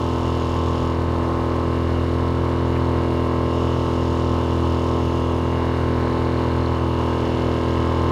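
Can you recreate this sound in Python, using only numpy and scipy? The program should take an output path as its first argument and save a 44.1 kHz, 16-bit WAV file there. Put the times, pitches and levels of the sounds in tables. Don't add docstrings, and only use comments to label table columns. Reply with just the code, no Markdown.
import sys
import numpy as np
from scipy import signal
from scipy.fft import rfft, irfft, next_fast_len
from scipy.io import wavfile
from scipy.ndimage import uniform_filter1d

SR = 44100
rng = np.random.default_rng(int(sys.argv[2]) if len(sys.argv) > 2 else 0)


def log_audio(samples):
    frames = np.atleast_2d(samples).T
    limited = np.clip(frames, -1, 1)
    pcm = np.round(limited * 32767).astype(np.int16)
    wavfile.write(sys.argv[1], SR, pcm)


N = 357651
T = np.arange(N) / SR
FFT_SIZE = next_fast_len(N)
FREQS = np.fft.rfftfreq(FFT_SIZE, 1 / SR)


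def undb(db):
    return 10 ** (np.asarray(db) / 20)


def unit(x):
    return x / np.sqrt(np.mean(x ** 2))


def curves(table):
    time_s, *columns = np.transpose(table)
    return [np.interp(T, time_s, column) for column in columns]


def spells(table):
    def ramp(centre_s, fade_s):
        return np.clip(.5 + (T - centre_s) / fade_s, 0, 1)
    return sum(db * ramp(start_s, in_s) * (1 - ramp(end_s, out_s))
               for start_s, end_s, in_s, out_s, db in table)


def walk(rate_hz):
    levels = np.interp(T * rate_hz, np.arange(4096), rng.standard_normal(4096))
    return 1.25 * uniform_filter1d(levels, max(int(SR / rate_hz), 2) // 2)


def per_cycle(cycle, spread_db):
    return undb(spread_db * np.interp(cycle, np.arange(512), rng.standard_normal(512)))


def filtered(x, response):
    return unit(irfft(rfft(x, FFT_SIZE) * response, FFT_SIZE)[:N])


def colour(points):
    hz, db = np.transpose(points)
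    return undb(np.interp(np.log(FREQS + 1), np.log(hz), db))


def resonances(modes):
    response = 0
    for hz, width_hz, db in modes:
        damping = 1j * FREQS * width_hz
        peak = damping / (hz ** 2 - FREQS ** 2 + damping)
        response += undb(db) * peak / (1 + (FREQS / (2 * hz)) ** 4)
    return response


# time_s, firing_hz
ENGINE_SPEED = [(0, 42.0), (0.7, 41.91), (1.1, 41.99), (1.7, 41.98), (2.35, 42.39), (2.75, 42.23),
                (3.1, 42.16), (3.35, 42), (3.6, 42.32), (4.1, 42.02), (4.75, 41.89), (5.2, 42.05),
                (5.75, 42.1), (6.05, 41.76), (6.45, 41.98), (7.0, 41.58), (7.55, 41.8), (8.11, 41.76)]


def crank(jitter_cycles=0.00052):
    firing_hz, = curves(ENGINE_SPEED)
    cycle = 1.244 + np.cumsum(firing_hz) / SR + jitter_cycles * walk(25)
    return cycle, firing_hz.mean()


# place_cycles, width_ms, push (suction < 0)
PRESSURE_PULSES = [(0, .42, -1), (.11, .42, -.5), (.37, .4, -.22), (.62, .42, -.68), (.745, .2, .7)]


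def pulse_partials(cycle, firing_hz, partials, scatter_db, waver_db):
    tone = 0
    for order, db in partials:
        hz = order * firing_hz
        pulses = sum(push * np.exp(-2j * np.pi * order * place - (2 * np.pi * hz * ms / 1000) ** 2 / 2)
                     for place, ms, push in PRESSURE_PULSES)
        smear_rad = .42 * (hz / 500) ** 2 * rng.standard_normal()
        gain = undb(db + waver_db * (walk(1.47) + walk(9)))
        tone += gain * np.cos(2 * np.pi * order * cycle + np.angle(pulses) + smear_rad)
    return unit(tone) * per_cycle(cycle, scatter_db)


# firing_order, relative_db
DRONE_PARTIALS = [(1, -15.5), (2, 2), (3, -1), (4, -14.5), (5, -13), (6, -1), (7, -16.5), (8, -1.5),
                  (9, -9), (10, -6), (11, -8), (12, -11), (13, -10), (14, -12), (15, -15), (16, -23),
                  (17, -17), (18, -20.5), (19, -45), (20, -19.5), (21, -15), (22, -21), (23, -15),
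                  (24, -20.5), (25, -12), (26, -20.5), (27, -17.5), (28, -33), (29, -50), (30, -21.5),
                  (31, -21.5)]
# time_s, boom_db, bark_db, cowl_db
DRONE_BANDS = [(0.06, -24, -25, -28.5), (0.1, -24, -24.5, -30.5), (0.86, -23, -24, -28.5),
               (0.97, -23, -25, -31), (1.46, -23.5, -24, -30), (1.99, -22.5, -24.5, -33),
               (2.19, -23, -24.5, -31), (3.19, -23, -23, -31.5), (3.33, -23.5, -23, -30),
               (5.88, -23, -23.5, -31.5), (6.88, -23, -24, -29.5), (7.1, -24.5, -23.5, -29),
               (7.33, -25, -22, -32.5), (8.04, -22, -23.5, -28.5)]


def drone(cycle, firing_hz):
    boom_db, bark_db, cowl_db = curves(DRONE_BANDS)
    boom = pulse_partials(cycle, firing_hz, DRONE_PARTIALS[:4], scatter_db=0.65, waver_db=0.66)
    bark = pulse_partials(cycle, firing_hz, DRONE_PARTIALS[4:19], scatter_db=0.37, waver_db=0.53)
    cowl = pulse_partials(cycle, firing_hz, DRONE_PARTIALS[19:], scatter_db=1.0, waver_db=1.0)
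    return undb(boom_db + 0.2) * boom + undb(bark_db + 0.12) * bark + undb(cowl_db - 0.87) * cowl


# place_cycles, decay_cycles, force_db
CYCLE_KNOCKS = [(.95, .1, 0), (.17, .07, -8), (.39, .09, -4), (.69, .07, -6)]


def contact_force(cycle, floor_db):
    return undb(floor_db) + sum(undb(db) * np.exp(-((cycle - place) % 1) / decay)
                                for place, decay, db in CYCLE_KNOCKS)


def chatter(cycle, floor_db, size=1024):
    spectrum = rfft(rng.standard_normal(size) * contact_force(np.arange(size) / size, floor_db))
    pattern = irfft(spectrum / abs(spectrum), 8 * size)
    return unit(np.interp(cycle % 1, np.arange(len(pattern)) / len(pattern), pattern))


def clatter(cycle, loose_share, drift_rad, floor_db, scatter_db):
    blend_rad = drift_rad * walk(1.53)
    steady = np.cos(blend_rad) * chatter(cycle, floor_db) + np.sin(blend_rad) * chatter(cycle, floor_db)
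    force = contact_force(cycle, floor_db) * per_cycle(cycle + 0.18, scatter_db)
    rattle = unit(force * rng.standard_normal(N))
    return np.sqrt(1 - loose_share) * steady + np.sqrt(loose_share) * rattle


# pitch_hz, width_hz, gain_db
COWL_MODES = [(1517, 75, 2), (1615, 124, 7), (1766, 54, 5), (1941, 43, 6), (2110, 103, 4.5), (2207, 26, -4),
              (3670, 480, -7.5), (4060, 320, -13)]
# start_s, end_s, fade_in_s, fade_out_s, lift_db
COWL_SPELLS = [(.86, 3.47, 0.094, .1, 3), (5.5, 6.82, .2, 0.6, 6), (7.05, 8.3, .4, .1, 4.5)]


def cowl_panels(cycle, base_db):
    contacts = clatter(cycle, loose_share=0.17, drift_rad=0.51, floor_db=-6, scatter_db=-4)
    return undb(base_db + spells(COWL_SPELLS)) * filtered(contacts, resonances(COWL_MODES))


# pitch_hz, width_hz, gain_db
TAPPET_RING = [(2760, 50, -5), (2823, 19, 5), (2958, 105, -5), (3004, 31, -2), (3370, 114, -8.5),
               (3620, 94, -35)]
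# start_s, end_s, fade_in_s, fade_out_s, lift_db
VALVE_SPELLS = [(-.1, .89, .1, .14, 6.5), (3.5, 5.4, .1, .5, 5.5), (6.93, 8.3, 0.22, .1, 4)]


def tappets(cycle, base_db, spell_share=0.63, rise_db_per_s=0.27):
    contacts = clatter(cycle, loose_share=0.26, drift_rad=0.36, floor_db=-7.5, scatter_db=-1)
    level_db = base_db + spell_share * spells(VALVE_SPELLS) + rise_db_per_s * T
    return undb(level_db) * filtered(contacts, resonances(TAPPET_RING))


# freq_hz, density_db
VALVE_SPECTRUM = [(1200, -27), (2400, -36), (3200, 5.5), (3650, 0.5), (4300, -6), (4600, -4), (5250, 0),
                  (5900, -6), (6750, -2.5), (7200, -11.5), (7900, -12.5), (8800, -27.5), (10000, -16.5),
                  (15500, -35)]


def valve_gear(cycle, base_db, echo_gain=0.2):
    contacts = clatter(cycle, loose_share=0.47, drift_rad=1.0, floor_db=-10, scatter_db=0.5)
    ripple = 1
    for _ in range(10):
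        sign, delay_s = rng.choice([-1, 1]), rng.uniform(.001, .009)
        ripple += echo_gain * sign * np.exp(-2j * np.pi * FREQS * delay_s)
    return undb(base_db + spells(VALVE_SPELLS)) * filtered(contacts, colour(VALVE_SPECTRUM) * ripple)


# freq_hz, density_db
WAKE_SPECTRUM = [(20, -24), (40, 5.5), (70, 1.5), (115, 5), (165, 3.5), (220, 2.5), (600, 1), (800, -1),
                 (1080, 1.5), (1450, -9), (2400, -23), (4000, -23.5), (6500, -36), (10200, -38),
                 (15500, -50)]
# centre_s, length_s, swell_db (trough < 0)
HULL_WAVES = [(3.903, 0.54, 1), (6.052, 0.2, 2.5), (6.96, .08, -4.5), (7.35, 0.52, 1.5), (7.9, .3, 2)]


def wake(base_db, spray_db=2.0, flicker_db=1.6, fizz=1.26, bubbles_per_s=3000, bands=9):
    swell_db = sum(db * np.exp(-(2 * (T - centre_s) / length_s) ** 2)
                   for centre_s, length_s, db in HULL_WAVES)
    surge_db = swell_db - swell_db.mean()
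    bubbles = (rng.random(N) < bubbles_per_s / SR) * rng.standard_normal(N)
    bubbles *= undb(2.7 * np.minimum(rng.exponential(size=N), 4))
    spray = fizz * FREQS / (FREQS + 3000) * rfft(unit(bubbles), FFT_SIZE)
    spectrum = (rfft(rng.standard_normal(N), FFT_SIZE) + spray) * colour(WAKE_SPECTRUM)
    octave = np.clip(np.log2((FREQS + 1) / 50), 0, bands - 1)
    water = 0
    for k in range(bands):
        band = irfft(spectrum * np.maximum(1 - abs(octave - k), 0), FFT_SIZE)[:N]
        churn_share = 1 / (1 + (k / 5.5) ** 8)
        churn_db = churn_share * (surge_db + flicker_db * walk(22))
        water += band * undb(churn_db + (0.5 - churn_share) * spray_db * walk(30))
    return undb(base_db + swell_db.mean()) * unit(water)


# shaft_order, level_db
PROPELLER_TONES = [(2.532, -52), (3, -44), (4.098, -44.5), (6.001, -57), (7.003, -53.5)]


def propeller(cycle, gear_ratio=28 / 13, waver_db=6):
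    turns = 2 * cycle / gear_ratio
    hum = 0
    for order, db in PROPELLER_TONES:
        amplitude = np.sqrt(2) * undb(db + waver_db * np.tanh(walk(6)))
        hum += amplitude * np.cos(2 * np.pi * order * turns + walk(4))
    return hum


# start_s, level_db
TUBE_SLAPS = [(2.754, -34)]


def tube_slap(centre_hz=1980, width_hz=1300, decay_s=0.017):
    spray = filtered(rng.standard_normal(N), resonances([(centre_hz, width_hz, 0)]) ** 2)
    return spray * sum(undb(db) * (T > start_s) * np.exp(-abs(T - start_s) / decay_s)
                       for start_s, db in TUBE_SLAPS)


# start_s, end_s, fade_in_s, fade_out_s, lift_db
LOOSE_SPELLS = [(5.97, 6.98, .12, 0.22, 5.5)]


def loose_part(cycle, base_db, pitch_hz=4120, width_hz=590, place_cycles=.28, decay_cycles=0.045):
    blows = np.exp(-((cycle - place_cycles) % 1) / decay_cycles) * rng.standard_normal(N)
    ring = filtered(blows, resonances([(pitch_hz, width_hz, 0)]) ** 2)
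    return undb(base_db + spells(LOOSE_SPELLS)) * ring


# peak_s, level_db
DRY_TICKS = [(5.997, -47)]


def tick(decay_s=.0002):
    envelope = sum(undb(db) * np.exp(-abs(T - peak_s) / decay_s) for peak_s, db in DRY_TICKS)
    return envelope * rng.standard_normal(N)


def scene():
    cycle, firing_hz = crank()
    engine = drone(cycle, firing_hz) + cowl_panels(cycle, base_db=-45.5)
    engine += tappets(cycle, base_db=-48) + valve_gear(cycle, base_db=-54)
    water = wake(base_db=-32.5) + tube_slap()
    knock = loose_part(cycle, base_db=-59)
    return (engine + water + knock + propeller(cycle) + tick())[None]


def record(dry, cutoff_hz=15700):
    return signal.sosfilt(signal.ellip(10, .2, 80, cutoff_hz, fs=SR, output="sos"), dry)


dry = scene()
out = record(dry)
log_audio(out)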